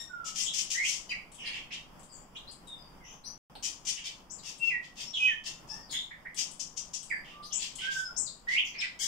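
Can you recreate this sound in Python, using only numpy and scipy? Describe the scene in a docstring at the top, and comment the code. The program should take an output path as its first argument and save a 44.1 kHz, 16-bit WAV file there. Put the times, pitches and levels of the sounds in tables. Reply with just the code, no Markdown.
"""A bare, ringing room with a window: a city murmurs behind it, shaped noise whose level swells.
Several small songbirds sing: gliding sines make low whistles, upslurs, drops, high arches and chirps;
pulse trains through throat resonances make nasal calls, squawks and, with hiss, harsh chatter.
Noise snaps make ticks of bills and claws; decaying modes make one knock on a perch.
The sound cuts out once, for about a tenth of a second."""
import sys
import numpy as np
from scipy import signal
from scipy.fft import rfft, irfft, next_fast_len
from scipy.io import wavfile
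from scipy.ndimage import map_coordinates

SR = 44100
rng = np.random.default_rng(int(sys.argv[2]) if len(sys.argv) > 2 else 0)


def materialize(psi):
    """Save the field psi as 16-bit PCM at rate SR to the path in sys.argv[1].

    A 1-D psi becomes a single channel; in a 2-D psi each row is a channel.
    """
    bounded = np.clip(np.atleast_2d(psi).T, -1, 1)
    quanta = np.round(bounded * 32767).astype(np.int16)
    wavfile.write(sys.argv[1], SR, quanta)


N = 399987
TOP_HZ = 15750  # band limit


def amp(db):
    """Decibels to amplitude."""
    return 10 ** (np.asarray(db) / 20)


def unit(x):
    """Each channel at rms 1."""
    return x / np.sqrt(np.mean(x ** 2, axis=-1, keepdims=True) + 1e-20)


def along(points, hz):
    """(Hz, value) points interpolated on a log frequency axis."""
    f, v = np.transpose(points)
    return np.interp(np.log(hz + 1), np.log(f + 1), v)


def wobble(rate_hz, size):
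    """A smooth random curve, rate_hz knots a second."""
    knots = rng.standard_normal(int(size * rate_hz / SR) + 4)
    return map_coordinates(knots, [np.arange(size) * rate_hz / SR], order=2)


def filtered(x, response):
    """x times a response of frequency."""
    n = x.shape[-1]
    m = next_fast_len(n + 2048)
    return irfft(rfft(x, m) * response(np.fft.rfftfreq(m, 1 / SR)), m)[..., :n]


def add(track, s, sound):
    """Mix a stereo sound in at time s."""
    start = max(round(s * SR), 0)
    part = track[:, start:start + sound.shape[1]]
    part += sound[:, :part.shape[1]]


def panned(db, left_db):
    """Gains of left and right, left_db apart."""
    return amp([[db + left_db / 2], [db - left_db / 2]])


def swell(u, peak, power):
    """A smooth rise and fall over u = 0..1, highest at peak."""
    quarter_turns = np.interp(u, [0, np.clip(peak, .05, .95), 1], [0, np.pi / 2, np.pi])
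    return np.abs(np.sin(quarter_turns)) ** power


# room decay: f/Hz, t60/s
ROOM_DECAY = [(2000, 0.36), (5500, 0.35), (8000, 0.35), (14000, 0.29)]


def room(direct_db, early_db=3, early_s=0.061, build_s=0.0013):
    """One path to both channels: direct sound, echoes that pile up, a tail that dies by band."""
    hz, t, z = signal.stft(rng.standard_normal((2, SR // 2)), SR, nperseg=256)
    decay_db = -60 * t / along(ROOM_DECAY, hz)[:, None]
    early_boost_db = early_db * np.exp(-t / early_s)
    build_up = 1 - np.exp(-t / build_s)
    path = signal.istft(z * amp(decay_db + early_boost_db) * build_up, SR, nperseg=256)[1]
    path /= np.linalg.norm(path, axis=1, keepdims=True)
    path[:, 0] += amp(direct_db)
    return path


def heard(sound, direct_db):
    """A sound through a newly drawn room path, at rms 1 over its length plus 40 ms of echo."""
    wet = signal.fftconvolve(sound[None], room(direct_db), axes=1)
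    body = wet[:, :len(sound) + SR // 25]
    return wet / np.sqrt(np.mean(body ** 2, axis=1, keepdims=True) + 1e-20)


# murmur spectrum: f/Hz, relative level/dB per Hz
MURMUR_COLOUR = [(25, -2.5), (62, -8), (82, -15.5), (170, -5.5), (420, -16), (1050, -13), (1600, -22.5),
                 (2500, -27), (3300, -26), (4100, -44), (4900, -26.5), (6200, -35), (11000, -39)]
# murmur left-right likeness: f/Hz, correlation/0-1
MURMUR_ALIKE = [(150, 0.84), (600, 0.51), (1500, .05)]
# murmur swells, before drift: t/s, level/dB
MURMUR_SWELLS = [(0, -58), (2, -53.5), (3.199, -55.5), (5.4, -57), (5.75, -52), (6.1, -57.5), (7.3, -56),
                 (9, -57.5)]


def murmur(drift_db=1.5):
    """Distant city: shaped noise, nearly the same in both channels in the bass."""
    def mid_side(f):
        turn = np.arccos(np.clip(along(MURMUR_ALIKE, f), -1, 1)) / 2
        return amp(along(MURMUR_COLOUR, f)) * np.array([np.cos(turn), np.sin(turn)])

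    mid, side = filtered(rng.standard_normal((2, N)), mid_side)
    db = np.interp(np.arange(N) / SR, *np.transpose(MURMUR_SWELLS)) + drift_db * wobble(14, N)
    return unit(np.array([mid + side, mid - side])) * amp(db)


# bill and claw contacts: t/s, level/dB
TICK_TIMES = [(1.318, -53.5), (1.345, -52), (1.995, -56.5), (2.032, -55.5), (2.512, -51), (2.672, -54.5),
              (4.581, -54), (6.345, -49), (6.512, -48), (7.029, -46.5), (7.093, -54.5), (7.755, -42.5)]
# tick spectrum: f/Hz, relative level/dB
TICK_SPECTRUM = [(1200, -57), (3000, -1.5), (6000, -2), (7800, 13), (10000, 3), (15000, -35)]


def ticks(t60_s=0.048):
    """Tiny hard contacts: 20 ms noise snaps, mostly heard as the room's answer."""
    out = np.zeros((2, N))
    t = np.arange(SR // 50) / SR
    for s, db in TICK_TIMES:
        snap = rng.standard_normal(len(t)) * amp(-60 * t / t60_s)
        coloured = filtered(snap, lambda f: amp(along(TICK_SPECTRUM, f)))
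        add(out, s, amp(db) * heard(coloured, direct_db=-6.5))
    return out


KNOCK_S, KNOCK_DB = 3.554, -50.5
# perch modes: f/Hz, relative level/dB, t60/s
PERCH_MODES = [(850, -4.5, 0.033), (1600, -11.5, 0.023), (3200, -11, .01), (3750, 1, .008),
               (4250, 4, 0.0098), (8400, -1, 0.0079)]


def knock():
    """A bird knocks once on its perch: decaying modes make a short woody tap."""
    out = np.zeros((2, N))
    t = np.arange(SR // 40) / SR
    ring = sum(amp(db - 60 * t / t60) * np.sin(2 * np.pi * hz * t) for hz, db, t60 in PERCH_MODES)
    add(out, KNOCK_S, amp(KNOCK_DB) * heard(ring, direct_db=-8))
    return out


def glide(length_s, pitches_hz, waver, rate_hz):
    """Progress 0..1 and phase of a note that bends through its pitches and wavers on the way."""
    u = np.linspace(0, 1, int(length_s * SR))
    bend = np.polyfit(np.linspace(0, 1, len(pitches_hz)), pitches_hz, len(pitches_hz) - 1)
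    hz = np.polyval(bend, u) * np.exp(waver * wobble(rate_hz, len(u)))
    return u, 2 * np.pi * np.cumsum(hz) / SR


def whistle(length_s, pitches_hz, direct_db, waver=0.007, waver_rate_hz=67.0, second_db=-38):
    """A relaxed syrinx holds a near sine, which builds up and beats in the room."""
    u, phase = glide(length_s, pitches_hz, waver, waver_rate_hz)
    tone = np.sin(phase) + amp(second_db) * np.sin(2 * phase)
    return heard(tone * swell(u, peak=0.45, power=1.0), direct_db)


def chirp(length_s, pitches_hz, harsh, flutter=0.145, overtone=0.55, overtone_top_hz=9500):
    """A sweep the room smears into a band; a pressed syrinx flutters and gains an overtone."""
    u, phase = glide(length_s, pitches_hz, flutter * harsh, rate_hz=1100)
    second = overtone * harsh / (1 + (2 * np.mean(pitches_hz) / overtone_top_hz) ** 6)
    tone = np.sin(phase) + second * np.sin(2 * phase)
    return heard(tone * swell(u, peak=0.41, power=0.35), direct_db=-15.5)


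def pulses(phase, pitch_hz):
    """The syrinx snaps shut once a cycle: all harmonics alike."""
    return unit(sum(np.cos(k * phase) for k in range(1, int(TOP_HZ / pitch_hz) + 1)))


# throat and open bill of a call: f/Hz, relative level/dB
THROAT_COLOUR = [(1100, -14.5), (2000, -0.5), (3100, 5), (4000, -7), (5200, 0.5), (7200, 0.5),
                 (10500, -11.5), (14500, -14)]


def voiced(source, bill_hz, focus_db_per_octave):
    """Throat resonances, one band favoured by the open bill, then the room."""
    def colour(f):
        octaves_off = np.abs(np.log2((f + 1) / bill_hz))
        return amp(along(THROAT_COLOUR, f) - focus_db_per_octave * octaves_off)

    return heard(filtered(source, colour), direct_db=-10)


def rasp(length_s, pitch_hz, rough, softness, hiss=.45, rattle_db=5, crescendo_db=6):
    """Uneven pulses with rushing air; the air pressure builds towards mid-call, and rattles."""
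    u, phase = glide(length_s, [pitch_hz] * 3, rough, rate_hz=600)
    source = pulses(phase, pitch_hz) + hiss * rough * rng.standard_normal(len(u))
    crescendo = crescendo_db * swell(u, peak=0.53, power=1.5)
    rattle = rattle_db * wobble(219, len(u))
    return source * amp(crescendo + rattle) * swell(u, 0.19, softness)


# rising chirps: t/s, length/s, middle f/Hz, level/dB, harshness/0-1
RISING_CHIRPS = [(1.703, 0.033, 2726, -43.5, 0.76), (2.349, 0.028, 3230, -46, 0.48),
                 (2.47, 0.027, 4390, -47.5, 0.2), (3.237, 0.037, 4870, -46, 0.7),
                 (6.108, 0.0057, 1900, -48, 0.2), (6.251, 0.0097, 1946, -44.5, 0.03),
                 (7.424, 0.043, 4800, -46, 0.87)]
# chirps that fall fast, then slowly: t/s, length/s, start f/Hz, fall/Hz, level/dB, harshness/0-1
FALLING_CHIRPS = [(0.244, 0.023, 7360, 853, -44, 0.6), (0.41, 0.057, 8180, 1410, -35, 0.3),
                  (1.101, 0.029, 2793, 713, -37, 0.29), (1.376, 0.075, 3115, 496, -47, 0.65),
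                  (1.452, .031, 4730, 493, -42, 0.5), (2.112, 0.059, 7770, 780, -49.5, 0.4),
                  (5.132, .05, 3626, 790, -33.5, .33), (5.89, 0.035, 4280, 340, -45, 0.75),
                  (7.1, 0.025, 2497, 840, -34, 0), (7.499, 0.07, 3533, 780, -48, 0.72),
                  (8.644, .037, 6630, 1053, -45.5, 1), (8.799, 0.039, 3720, 1903, -34, 0.76)]
# buzzy notes creeping upwards: t/s, length/s, middle f/Hz, level/dB, harshness/0-1
BUZZY_NOTES = [(.456, 0.044, 3360, -36.5, .42), (3.035, .11, 2900, -58, .8), (3.035, .11, 6020, -52, .34),
               (5.052, 0.045, 5500, -43, 0.1), (5.216, .09, 3040, -34.5, 0.27),
               (5.687, 0.052, 5390, -39.5, .22), (5.924, .075, 3472, -35.5, 0.37),
               (5.92, .04, 2090, -48.5, 0.54), (8.734, 0.078, 2320, -45.5, 0.69)]
# short plain whistles: t/s, length/s, start f/Hz, end f/Hz, level/dB
PLAIN_PIPES = [(1.091, 0.012, 4800, 4930, -42), (2.083, 0.074, 4900, 4580, -57.5),
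               (2.663, 0.093, 3870, 3480, -47), (2.773, 0.11, 4980, 4710, -57),
               (3.001, 0.059, 2170, 1900, -61), (3.248, 0.054, 5740, 6040, -42.5),
               (5.7, 0.087, 846, 924, -58.5), (5.69, 0.15, 1675, 1890, -61), (5.79, 0.094, 4900, 4750, -58),
               (7.058, 0.17, 4850, 4730, -57.5), (7.3, 0.21, 1160, 1205, -56),
               (8.026, .065, 5130, 5280, -42), (8.781, 0.026, 5210, 5360, -38)]
RISE_OCTAVES, CREEP_OCTAVES = 0.485, .12
EARLY_FALL = .62  # share of the fall done halfway through


def chirps():
    """Twitter between the louder calls: gliding sines, rising, falling, buzzy and plain."""
    out = np.zeros((2, N))
    for notes, octaves in (RISING_CHIRPS, RISE_OCTAVES), (BUZZY_NOTES, CREEP_OCTAVES):
        for s, length, hz, db, harsh in notes:
            ends_hz = hz * 2 ** (octaves * np.array([-.5, .5]))
            add(out, s, amp(db) * chirp(length, ends_hz, harsh))
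    for s, length, hz, fall_hz, db, harsh in FALLING_CHIRPS:
        add(out, s, amp(db) * chirp(length, [hz, hz - EARLY_FALL * fall_hz, hz - fall_hz], harsh))
    for s, length, start_hz, end_hz, db in PLAIN_PIPES:
        note = whistle(length, [start_hz, end_hz], direct_db=-6.5, waver=0.017, waver_rate_hz=303)
        add(out, s, amp(db) * note)
    return out


# nasal calls: t/s, length/s, pitch f/Hz, waver/0-1, bill resonance f/Hz, level/dB
NASAL_CALLS = [(0, 0.012, 1846, 0.02, 4750, -40), (1.091, 0.015, 982, 0.02, 3940, -43.5),
               (5.673, 0.095, 876, 0.06, 5700, -52.5), (5.908, 0.032, 1705, 0.05, 6800, -38),
               (7.91, 0.1, 1725, .07, 5970, -41), (8.99, 0.064, 1060, 0.05, 6700, -34),
               (8.998, .075, 1702, 0.06, 5830, -31.5)]


def nasals():
    """Even pulses give a clear stack of harmonics."""
    out = np.zeros((2, N))
    for s, length, hz, waver, bill_hz, db in NASAL_CALLS:
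        u, phase = glide(length, [hz, hz], waver, rate_hz=310)
        source = pulses(phase, hz) * swell(u, 0.17, 0.1)
        add(out, s, amp(db) * voiced(source, bill_hz, focus_db_per_octave=10.5))
    return out


# softer, higher squawks: t/s, length/s, bill resonance f/Hz, level/dB
SQUAWK_CALLS = [(1.43, 0.068, 2620, -40.5), (1.492, 0.11, 2740, -42.5), (1.722, 0.022, 3750, -42),
                (3.948, .06, 2900, -47), (4.038, 0.041, 4420, -38.5), (4.425, 0.09, 5320, -41),
                (4.614, 0.086, 4960, -49), (4.821, 0.046, 4350, -54), (4.955, 0.094, 4920, -40.5),
                (5.14, 0.16, 5430, -49), (5.438, 0.051, 4900, -37.5), (7.236, 0.11, 3000, -53.5),
                (7.581, 0.084, 4560, -38), (7.782, 0.086, 3100, -38.5), (7.89, .07, 3950, -44),
                (8.478, 0.088, 4220, -41)]
SQUAWK_HZ, SQUAWK_ROUGH = 967, .15


def squawks():
    """Rasps that swell in softly, each with its own opening of the bill."""
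    out = np.zeros((2, N))
    for s, length, bill_hz, db in SQUAWK_CALLS:
        source = rasp(length, SQUAWK_HZ, SQUAWK_ROUGH, softness=0.2)
        add(out, s, amp(db) * voiced(source, bill_hz, focus_db_per_octave=12.0))
    return out


# thin high arches: t/s, top f/Hz, slide/s, level/dB
ARCH_NOTES = [(4.297, 8100, 0.033, -43), (7.522, 8160, 0.032, -31), (8.162, 8590, .048, -30.5)]
ARCH_FOOT_HZ, ARCH_UP_S, ARCH_END_HZ = 5050, 0.015, 6700
TAIL_GAP_S, TAIL_S, TAIL_HZ, TAIL_DB = 0.032, .02, [5240, 3610], -12  # TAIL_DB re arch


def arches(harsh=0.083):
    """Sweeps shoot up, slide down and, after a tiny gap, end in a faint lower tail."""
    out = np.zeros((2, N))
    for s, top_hz, slide, db in ARCH_NOTES:
        add(out, s, amp(db) * chirp(ARCH_UP_S, [ARCH_FOOT_HZ, top_hz], harsh))
        add(out, s + ARCH_UP_S, amp(db) * chirp(slide, [top_hz, ARCH_END_HZ], harsh))
        tail_s = s + ARCH_UP_S + slide + TAIL_GAP_S
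        add(out, tail_s, amp(db + TAIL_DB) * chirp(TAIL_S, TAIL_HZ, harsh))
    return out


# slow rise, then flick: t/s, level/dB, flick level/dB, harshness/0-1
UPSLUR_NOTES = [(.745, -33.5, -35, 0.12), (8.471, -32, -27, 0.07)]
RISE_S, RISE_HZ, FLICK_S, FLICK_HZ = .087, [1837, 2106, 2260], 0.032, [2286, 2760, 3500]


def upslurs():
    """A slow rising sweep runs straight into a quick flick upwards."""
    out = np.zeros((2, N))
    for s, db, flick_db, harsh in UPSLUR_NOTES:
        add(out, s, amp(db) * chirp(RISE_S, RISE_HZ, harsh))
        add(out, s + RISE_S, amp(flick_db) * chirp(FLICK_S, FLICK_HZ, harsh))
    return out


# held note, then low: t/s, hold/s, f/Hz, level/dB, held left over right/dB, low level/dB
DROP_NOTES = [(4.593, 0.11, 2710, -34, 15, -36.5), (5.189, 0.081, 2533, -27, -4.5, -40.5)]
DROP_S, SINK_S = .02, 0.0774
DROP_TO, SINK_TO = .76, .68  # shares of the held pitch
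DROP_DB = -0.5  # the break, re the low note


def drops(low_left_db=-3.5):
    """A loud held whistle breaks downwards; the lower note sinks away."""
    out = np.zeros((2, N))
    for s, hold, hz, db, left_db, low_db in DROP_NOTES:
        held = whistle(hold, [hz, hz], direct_db=-11)
        add(out, s, panned(db, left_db) * held)
        drop = chirp(DROP_S, [hz, hz * DROP_TO], harsh=.03)
        add(out, s + hold - DROP_S / 2, amp(low_db + DROP_DB) * drop)
        sinking = whistle(SINK_S, [hz * DROP_TO, hz * SINK_TO], direct_db=-2.5)
        add(out, s + hold, panned(low_db, low_left_db) * sinking)
    return out


# two whistles, a curve each: t/s, f/Hz, level/dB (peak of the dry sine)
LOW_WHISTLE_CURVES = [
    [(0.09, 1514, -51), (0.136, 1424, -38), (0.206, 1346, -47.5), (0.226, 1336, -46), (0.272, 1295, -46),
     (0.3, 1400, -67)],
    [(7.81, 1490, -46.5), (7.878, 1587, -30.5), (8.026, 1506, -41), (8.038, 1487, -59), (8.084, 1470, -45),
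     (8.1, 1320, -37)],
]


def low_whistles(left_db=-3):
    """Long low sines that follow drawn pitch and level curves."""
    out = np.zeros((2, N))
    for curve in LOW_WHISTLE_CURVES:
        s, hz, db = np.transpose(curve)
        t = np.arange(s[0], s[-1], 1 / SR)
        phase = 2 * np.pi * np.cumsum(np.interp(t, s, hz)) / SR
        tone = amp(np.interp(t, s, db)) * np.sin(phase)
        tone = tone * signal.windows.tukey(len(t), .1)
        add(out, s[0], np.std(tone) * panned(0, left_db) * heard(tone, direct_db=-7.5))
    return out


# loud chatter in one voice: t/s, length/s, level/dB
CHATTER_CALLS = [(0.243, 0.055, -38), (0.347, 0.095, -30.5), (0.534, 0.081, -29), (0.698, .057, -30.5),
                 (0.826, 0.14, -31), (3.624, 0.046, -31.5), (3.847, 0.069, -30.5), (6.363, 0.054, -29.5)]
CHATTER_HZ, CHATTER_ROUGH, CHATTER_BILL_HZ = 564.6, .24, 5870
# the same voice clipped to an even series of chacks
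CHACK_START_S, CHACK_EVERY_S, CHACK_S = 6.594, .1685, 0.02
CHACK_BILL_HZ, CHACK_DB = 6050, -34


def chatter(chack_count=3):
    """Loud rasps, and a series of short, brighter chacks."""
    out = np.zeros((2, N))
    for s, length, db in CHATTER_CALLS:
        source = rasp(length, CHATTER_HZ, CHATTER_ROUGH, softness=0.2)
        add(out, s, amp(db) * voiced(source, CHATTER_BILL_HZ, focus_db_per_octave=13))
    for k in range(chack_count):
        source = rasp(CHACK_S, CHATTER_HZ, CHATTER_ROUGH, softness=0.63)
        chack = voiced(source, CHACK_BILL_HZ, focus_db_per_octave=19.5)
        add(out, CHACK_START_S + k * CHACK_EVERY_S, amp(CHACK_DB) * chack)
    return out


# right channel, dull in the treble: f/Hz, level under left/dB
RIGHT_UNDER_LEFT = [(1000, -5), (3200, -1), (5000, 8.5), (6000, 15), (7500, 23), (11500, 12.5), (15000, -3)]


def scene():
    """Birds, the right channel duller, over the murmur."""
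    contacts = ticks() + knock()
    calls = nasals() + squawks() + chatter()
    song = chirps() + arches() + upslurs() + drops() + low_whistles()
    left, right = contacts + calls + song
    dull_right = filtered(right, lambda f: amp(-along(RIGHT_UNDER_LEFT, f)))
    return murmur() + np.array([left, dull_right])


SILENCE_START_S, SILENCE_END_S = 3.379, 3.4985


def record(dry):
    """A short silence, and nothing above the band limit."""
    t = np.arange(N) / SR
    live = (t < SILENCE_START_S) | (t > SILENCE_END_S)
    return filtered(dry * live, lambda f: f < TOP_HZ)


dry = scene()
out = record(dry)
materialize(out)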